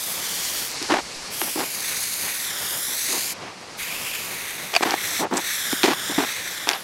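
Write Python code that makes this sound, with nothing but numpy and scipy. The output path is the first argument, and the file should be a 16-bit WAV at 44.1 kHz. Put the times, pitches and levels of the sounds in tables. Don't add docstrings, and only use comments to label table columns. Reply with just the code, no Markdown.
import sys
import numpy as np
from scipy import signal
from scipy.fft import rfft, irfft
from scipy.io import wavfile
from scipy.ndimage import map_coordinates

SR = 44100
rng = np.random.default_rng(int(sys.argv[2]) if len(sys.argv) > 2 else 0)


def put_to_file(sound):
    columns = np.atleast_2d(sound).T
    safe = np.clip(columns, -1, 1)
    whole_steps = np.round(safe * 32767)
    wavfile.write(sys.argv[1], SR, whole_steps.astype(np.int16))


N = 301203
TIME = np.arange(N) / SR


def amp(db):
    return 10 ** (np.asarray(db) / 20)


def unit(x):
    return x / np.sqrt(np.mean(x ** 2) + 1e-20)


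def spectrum(points, hz):
    table_hz, table_db = np.transpose(points)
    return np.interp(np.log(hz + 1), np.log(table_hz + 1), table_db)


def curves(rows, t=TIME):
    row_s, *columns = np.transpose(rows)
    return [np.interp(t, row_s, column) for column in columns]


def add(mix, start_s, sound):
    part = mix[max(round(start_s * SR), 0):][:len(sound)]
    part += sound[:len(part)]


def noise(points):
    gain = amp(spectrum(points, np.fft.rfftfreq(N, 1 / SR)))
    return unit(irfft(rfft(rng.standard_normal(N)) * gain, N))


def flutter(hz):
    rolloff = 1 + (np.fft.rfftfreq(N, 1 / SR) / hz) ** 2
    return unit(irfft(rfft(rng.standard_normal(N)) / rolloff, N))


def response(points, tilt_db=0, bass_db=0, size=2048):
    hz = abs(np.fft.fftfreq(size, 1 / SR))
    tilt = tilt_db * np.log2(np.clip(hz, 200, 6000))
    bass = bass_db / (1 + (hz / 480) ** 4)
    log_gain = np.log(amp(spectrum(points, hz) + tilt + bass))
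    return np.fft.ifft(np.exp(np.conj(signal.hilbert(log_gain)))).real[:size // 2]


def through(drive, ring):
    return signal.fftconvolve(drive, ring / np.linalg.norm(ring))


def contact(grit, grit_s, size=600):
    t = np.arange(size) / SR
    return (t == 0) + grit * rng.standard_normal(size) * np.exp(-t / grit_s)


# frequency in Hz, relative density in dB per Hz.
MURMUR_COLOUR = [(20, -38), (45, -30), (95, -1), (145, -2.5), (174, 3), (205, -1.5), (380, 0), (700, -0.5),
                 (1100, -0.5), (1550, -5), (2400, -4.5), (3300, -10), (6000, -15), (16000, -66)]
MURMUR_DB = -40.5


def street(waver_db=2.34, waver_hz=6):
    return amp(MURMUR_DB + waver_db * flutter(waver_hz)) * noise(MURMUR_COLOUR)


# frequency in Hz, relative density in dB per Hz.
AIRY_COLOUR = [(1000, -7.5), (2300, 1), (3300, -3.5), (4400, 4.5), (6000, 1), (7600, -3), (10000, -8),
               (11500, -13.5), (13000, -23), (16000, -34)]
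# time in seconds, level in dB before its waver.
AIRY_LEVEL_DB = [(0, -37.5), (.75, -32.5), (1.15, -36), (3.4, -44), (5.3, -47.5), (6.8, -41.5)]


def airy_hiss(waver_db=1.5, waver_hz=3.7):
    level_db, = curves(AIRY_LEVEL_DB)
    return amp(level_db + waver_db * flutter(waver_hz)) * noise(AIRY_COLOUR)


# frequency in Hz, relative density in dB per Hz.
WIND_COLOUR = [(10, 7.5), (30, -32), (55, 5), (90, -1), (200, -14), (1000, -70)]
# centre in seconds, time from centre to 1/e in seconds, level in dB before its lumps.
GUSTS = [(1.07, .2, -50), (4.1, .5, -64)]


def wind(lump_db=4, lump_hz=7):
    gusts = sum(amp(db) * np.exp(-((TIME - centre_s) / half_s) ** 2) for centre_s, half_s, db in GUSTS)
    return gusts * amp(lump_db * flutter(lump_hz)) * noise(WIND_COLOUR)


# start in seconds, peak in dB.
CLACKS = [(4.74, -10), (4.752, -4), (4.764, 3.5), (6.733, -11.5)]
# frequency in Hz, start level in dB before the radiation filter, t60 in seconds.
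CLACK_MODES = [(710, 2, 0.024), (1040, -10, .02), (1350, -23, .015), (1680, -7, 0.021), (2140, -7, .012),
               (2490, 10.5, 0.012), (2770, 2.5, 0.013), (3010, -16, 0.013), (2980, -11, 0.022),
               (3600, -28, 0.0089), (4560, 6, 0.018), (4800, -31, .016), (6853, -19, .016)]


def clacks(low_cut_hz=450, top_hz=6000, crack=0.11):
    out, t = np.zeros(N), np.arange(SR // 10) / SR
    modes = sum(amp(db - 60 * t / t60_s) * np.cos(2 * np.pi * hz * t) for hz, db, t60_s in CLACK_MODES)
    radiation = signal.butter(2, [low_cut_hz, top_hz], "bandpass", fs=SR, output="sos")
    dry_crack = unit(signal.sosfilt(radiation, 1. * (t == 0)))
    ring = unit(signal.sosfilt(radiation, modes)) + crack * dry_crack
    for start_s, peak_db in CLACKS:
        clack = signal.fftconvolve(contact(grit=0.12, grit_s=0.0027), ring)
        add(out, start_s, amp(peak_db) * clack / abs(clack).max())
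    return out


def friction(length_s, slips_per_s, smooth):
    n = max(round(length_s * SR), 16)
    chance, size, drag = rng.random((n, 3)).T
    slips = (chance < slips_per_s / SR) * (size - .5) * np.sqrt(SR / slips_per_s)
    return unit((slips + smooth * (drag - .5)) * signal.windows.tukey(n, .1))


# frequency in Hz, gain in dB.
BODY = [(40, -36), (130, -22.5), (210, -8), (280, 0.5), (365, 3.5), (520, -2), (670, 0), (800, 4.5),
        (1300, -3), (1640, -2.5), (2000, -4.5), (4400, -11), (6000, -16), (16000, -38)]
LANDING_BASS_DB, LEAVING_BASS_DB = 8.5, -6.5
UNEVEN_DB, UNEVEN_S = 2, .006
LIFT_S = .008


def rub(length_s, swell_s, db, fade_db, tilt_db, bass_db):
    drive = friction(length_s, slips_per_s=450, smooth=0.94)
    t = np.arange(len(drive)) / SR
    waver = rng.standard_normal(size=64)
    pressure_db = UNEVEN_DB * np.interp(t / UNEVEN_S, np.arange(len(waver)), waver)
    drive = unit(drive * amp(pressure_db))
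    eased = np.clip((t - swell_s) / max(length_s - swell_s, 1 / SR), 0, 1)
    press = np.minimum(t / swell_s, 1)
    lift = np.minimum((length_s - t) / LIFT_S, 1)
    drive = drive * press * lift * amp(db - fade_db * eased ** 1.6)
    landing = response(BODY, tilt_db, bass_db + LANDING_BASS_DB)
    leaving = response(BODY, tilt_db, bass_db + LEAVING_BASS_DB)
    return through(drive * (1 - t / length_s), landing) + through(drive * t / length_s, leaving)


# start in seconds, length in seconds, swell time in seconds,
# level in dB before swell and fade, fade in dB, brightness in dB per octave,
# bass in dB before landing and leaving shifts.
RUBS = [(0.811, 0.053, .008, -33.5, -1, 2, 12), (0.882, 0.13, 0.029, -17.5, 10.5, -1.5, -3.5),
        (1.412, 0.034, .004, -30.5, 8, -.5, 7), (1.472, 0.019, 0.0037, -32, -4, 0, 1),
        (1.553, 0.096, 0.026, -22.5, 7.5, -1, 7), (3.072, 0.1135, 0.054, -31, 1, -5, -1),
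        (4.731, 0.056, .003, -27, 3, 2, 1), (4.818, 0.026, 0.01, -16, -1, -1.5, -10),
        (4.844, .11, 0.0027, -22, 6, -0.5, -3.5), (5.186, .088, 0.017, -22, 4.5, -8.5, -13.5),
        (5.309, 0.099, 0.0044, -20.5, 7, -6, -6), (5.725, 0.018, 0.0027, -20, 21, -4.5, 21),
        (5.831, 0.054, .002, -17, 7, 3, 12), (5.876, 0.066, 0.0018, -18, 7, 1, 6.5),
        (6.089, 0.045, 0.011, -28, 5, -9, -7), (6.178, 0.08, .003, -19.5, 9.5, -1, 3),
        (6.671, 0.11, .004, -26, 9.5, -1.5, -20)]
# start in seconds, length in seconds, level in dB.
SCRATCHES = [(4.827, 0.014, -30), (5.338, 0.0024, -26.5), (5.356, 0.034, -39), (5.368, 0.0068, -21.5),
             (5.377, 0.0033, -21)]
# frequency in Hz, relative gain in dB.
SCRATCH_COLOUR = [(1000, -12), (3500, -4), (5800, 1.5), (7800, 5.5), (9200, -1.5), (10500, -15),
                  (16000, -25)]
# start in seconds, peak in dB, brightness in dB per octave.
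TICKS = [(.827, -12.5, 13), (0.961, -13, -1.5), (1.4164, -6, 1), (1.559, -19, -8), (3.613, -25, 1),
         (4.809, -13, -5), (4.859, -15, -10), (4.908, -6.5, 6), (4.9407, -7.5, -1.5), (5.341, -22, 0),
         (5.729, -8, 1), (5.833, 2.5, 2), (5.85, -3, 0), (5.862, -6, 0.5), (5.879, -9, -4.5),
         (6.182, -10, -8), (6.673, -8, 0), (6.6902, 4, 6), (6.699, -6.5, 3.5), (6.713, -7, 3)]


def fingers():
    out = np.zeros(N)
    for start_s, *shape in RUBS:
        add(out, start_s, rub(*shape))
    for start_s, length_s, db in SCRATCHES:
        drive = friction(length_s, slips_per_s=4100, smooth=.8)
        add(out, start_s, amp(db) * through(drive, response(SCRATCH_COLOUR)))
    for start_s, peak_db, tilt_db in TICKS:
        tick = signal.fftconvolve(contact(grit=0.16, grit_s=0.0011), response(BODY, tilt_db))
        add(out, start_s, -amp(peak_db) * tick / abs(tick).max())
    return out


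# start in seconds, peak in dB before the ground reflections.
SPITS = [(.6814, -20), (.7042, -18), (0.7162, -13.5)]
# frequency in Hz, relative density in dB per Hz.
HISS_COLOUR = [(500, -15), (2000, -26), (3300, 0.5), (4500, 1.5), (6300, 4), (7600, 1.5), (9000, -0.5),
               (10500, -12), (16000, -10.5)]


def spits():
    out, snap = np.zeros(N), response(HISS_COLOUR)
    for start_s, peak_db in SPITS:
        add(out, start_s, amp(peak_db) * snap / abs(snap).max())
    return out


def fuzzy_tone(hz, width_hz):
    radius = np.exp(-np.pi * width_hz / SR)
    turbulence = rng.standard_normal(N) + 1j * rng.standard_normal(N)
    swirl = signal.lfilter([1], np.poly([radius, radius]), turbulence)
    return unit((swirl * np.exp(2j * np.pi * np.cumsum(hz) / SR)).real)


def ringing(colour, hz, db, width_hz):
    return (noise(colour) + amp(db) * fuzzy_tone(hz, width_hz)) / np.hypot(1, amp(db))


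# half open in seconds, half closed in seconds,
# rise time in seconds, fall time in seconds.
PRESSES = [(-.1, 0.716, .02, 0.09), (1.317, 3.329, 0.038, 0.024), (3.782, 5.229, 0.032, 0.053),
           (5.386, 6.84, 0.18, 0.21)]


def held(per_stroke):
    opens_s = np.transpose(PRESSES)[0]
    return np.array(per_stroke)[np.searchsorted(opens_s[1:], TIME)].T


# time in seconds, delay in ms.
HEIGHTS = [
    [(0, .708), (.15, .712), (.3, .776), (.65, .804)],
    [(1.4, .337), (1.85, .482), (2.15, .449), (2.33, .467), (2.6, .585), (2.72, .598), (3.0, .492),
     (3.3, .42)],
    [(3.8, .47), (3.9, .416), (4.06, .386), (4.38, .462), (5.05, .515)],
    [(5.5, .498), (5.76, .57), (6.02, .577), (6.38, .478), (6.62, .549)],
]


def reflection_delay_ms():
    return curves(np.vstack(HEIGHTS))[0]


# time in seconds, level in dB, brightness in dB.
JET = [
    [(0.0, -32, 0.5), (0.12, -33, 4.5), (0.18, -32.5, -1.5), (0.42, -29, -4), (0.62, -31, 0),
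     (0.67, -36, 2)],
    [(1.35, -35, 0.9), (1.41, -33, 4.5), (1.59, -32, 0.5), (1.67, -34.5, 0.5), (1.91, -28.5, -2),
     (2.43, -32.5, 1.8), (2.53, -33.5, -2), (2.59, -32, 0), (2.79, -31.5, 2.5), (3.15, -24.5, -5),
     (3.29, -29.5, -2)],
    [(3.82, -35.5, -0.8), (4.16, -34.5, -0.1), (4.66, -38.5, -0.5), (4.79, -39, -2), (4.97, -35.5, -2),
     (5.07, -28.5, -2.7), (5.18, -27.5, -7)],
    [(5.45, -30, -4.4), (5.51, -29, -3.5), (5.73, -29, -2), (5.96, -35.5, -3), (6.08, -30.2, -6.1),
     (6.66, -36.5, -3.5), (6.81, -45.5, 7)],
]
# frequency in Hz, relative density in dB per Hz.
SPLASH_COLOUR = [(150, -34.5), (600, -21), (1100, 2), (1700, 2), (2400, 3), (3600, 4.5), (4800, -14.5),
                 (8000, -16.5), (16000, -45)]
# frequency in Hz, relative density in dB per Hz.
FIZZ_COLOUR = [(3000, -33), (8000, -5), (9800, 2.5), (10800, 2.5), (11900, -0.5), (12800, 2.5), (14000, -3),
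               (15800, -6)]
# splash in dB at the usual jet level, hollow ring in cycles per reflection delay,
# hollow ring in dB re splash noise, whistle in Hz, whistle in dB re fizz noise.
AIMS = [(-38, 2.55, -11, 12000, -8), (-36.6, .96, -11, 11300, -4.5), (-33.5, 1.02, -6, 11700, -6),
        (-33, .92, -8, 11600, -3.5)]
HISS_DB, FIZZ_DB = -1.22, -0.3
SPLASH_FOLLOWS, USUAL_JET_DB = 0.48, -31.5
HOLLOW_WIDTH_HZ, WHISTLE_WIDTH_HZ = 620, 1300


def spray(flutter_db=0.95, flutter_hz=60, spit_db=0.65, spit_hz=500, splash_waver_db=1.5, splash_waver_hz=6):
    valve = sum(np.clip(np.minimum((TIME - on_s) / rise_s, (off_s - TIME) / fall_s) + .5, 0, 1)
                for on_s, off_s, rise_s, fall_s in PRESSES)
    level_db, bright_db = curves(np.vstack(JET))
    splash_db, cycles, hollow_db, whistle_hz, whistle_db = held(AIMS)
    splash_db = splash_db + SPLASH_FOLLOWS * (level_db - USUAL_JET_DB)
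    splash_db = splash_db + splash_waver_db * flutter(splash_waver_hz)
    hollow_hz = 1000 * cycles / reflection_delay_ms()
    splash = amp(splash_db) * ringing(SPLASH_COLOUR, hollow_hz, hollow_db, HOLLOW_WIDTH_HZ)
    hiss = amp(level_db + HISS_DB) * noise(HISS_COLOUR)
    fizz_noise = ringing(FIZZ_COLOUR, whistle_hz, whistle_db, WHISTLE_WIDTH_HZ)
    fizz = amp(level_db + bright_db + FIZZ_DB) * fizz_noise
    uneven_db = flutter_db * flutter(flutter_hz) + spit_db * flutter(spit_hz)
    return valve * (splash + hiss + fizz) * amp(uneven_db)


# frequency in Hz, gain in dB.
MIRROR = [(500, 2), (1500, 4.5), (3000, 4), (6000, 1.5), (9000, .5), (12000, .5), (15000, -6)]
ECHOES = [-.15, .39, .29, .37]
USUAL_DELAY_MS, ECHO_GROWTH = .5, 1.1


def ground(x, second_bounce=0.069):
    delay_ms = reflection_delay_ms()
    strength = held(ECHOES) * (delay_ms / USUAL_DELAY_MS) ** ECHO_GROWTH
    mirror_gain = amp(spectrum(MIRROR, np.fft.rfftfreq(N, 1 / SR)))
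    read_at = np.arange(N) - delay_ms * SR / 1000

    def reflect(sound):
        mirrored = irfft(rfft(sound) * mirror_gain, N)
        return strength * map_coordinates(mirrored, [read_at], order=3, mode="mirror")

    echo = reflect(x)
    return (x + echo + second_bounce * reflect(echo)) / np.sqrt(1 + strength ** 2)


def scene():
    background = street() + airy_hiss() + wind()
    mono = background + clacks() + fingers() + ground(spits() + spray())
    return np.array([mono, mono])


LIMIT, CUTOFF_HZ = .85, 15850


def record(dry):
    low_pass = signal.firwin(511, CUTOFF_HZ, window=("kaiser", 9), fs=SR)
    return signal.oaconvolve(np.clip(dry, -LIMIT, LIMIT), low_pass[None], "same", axes=1)


dry = scene()
out = record(dry)
put_to_file(out)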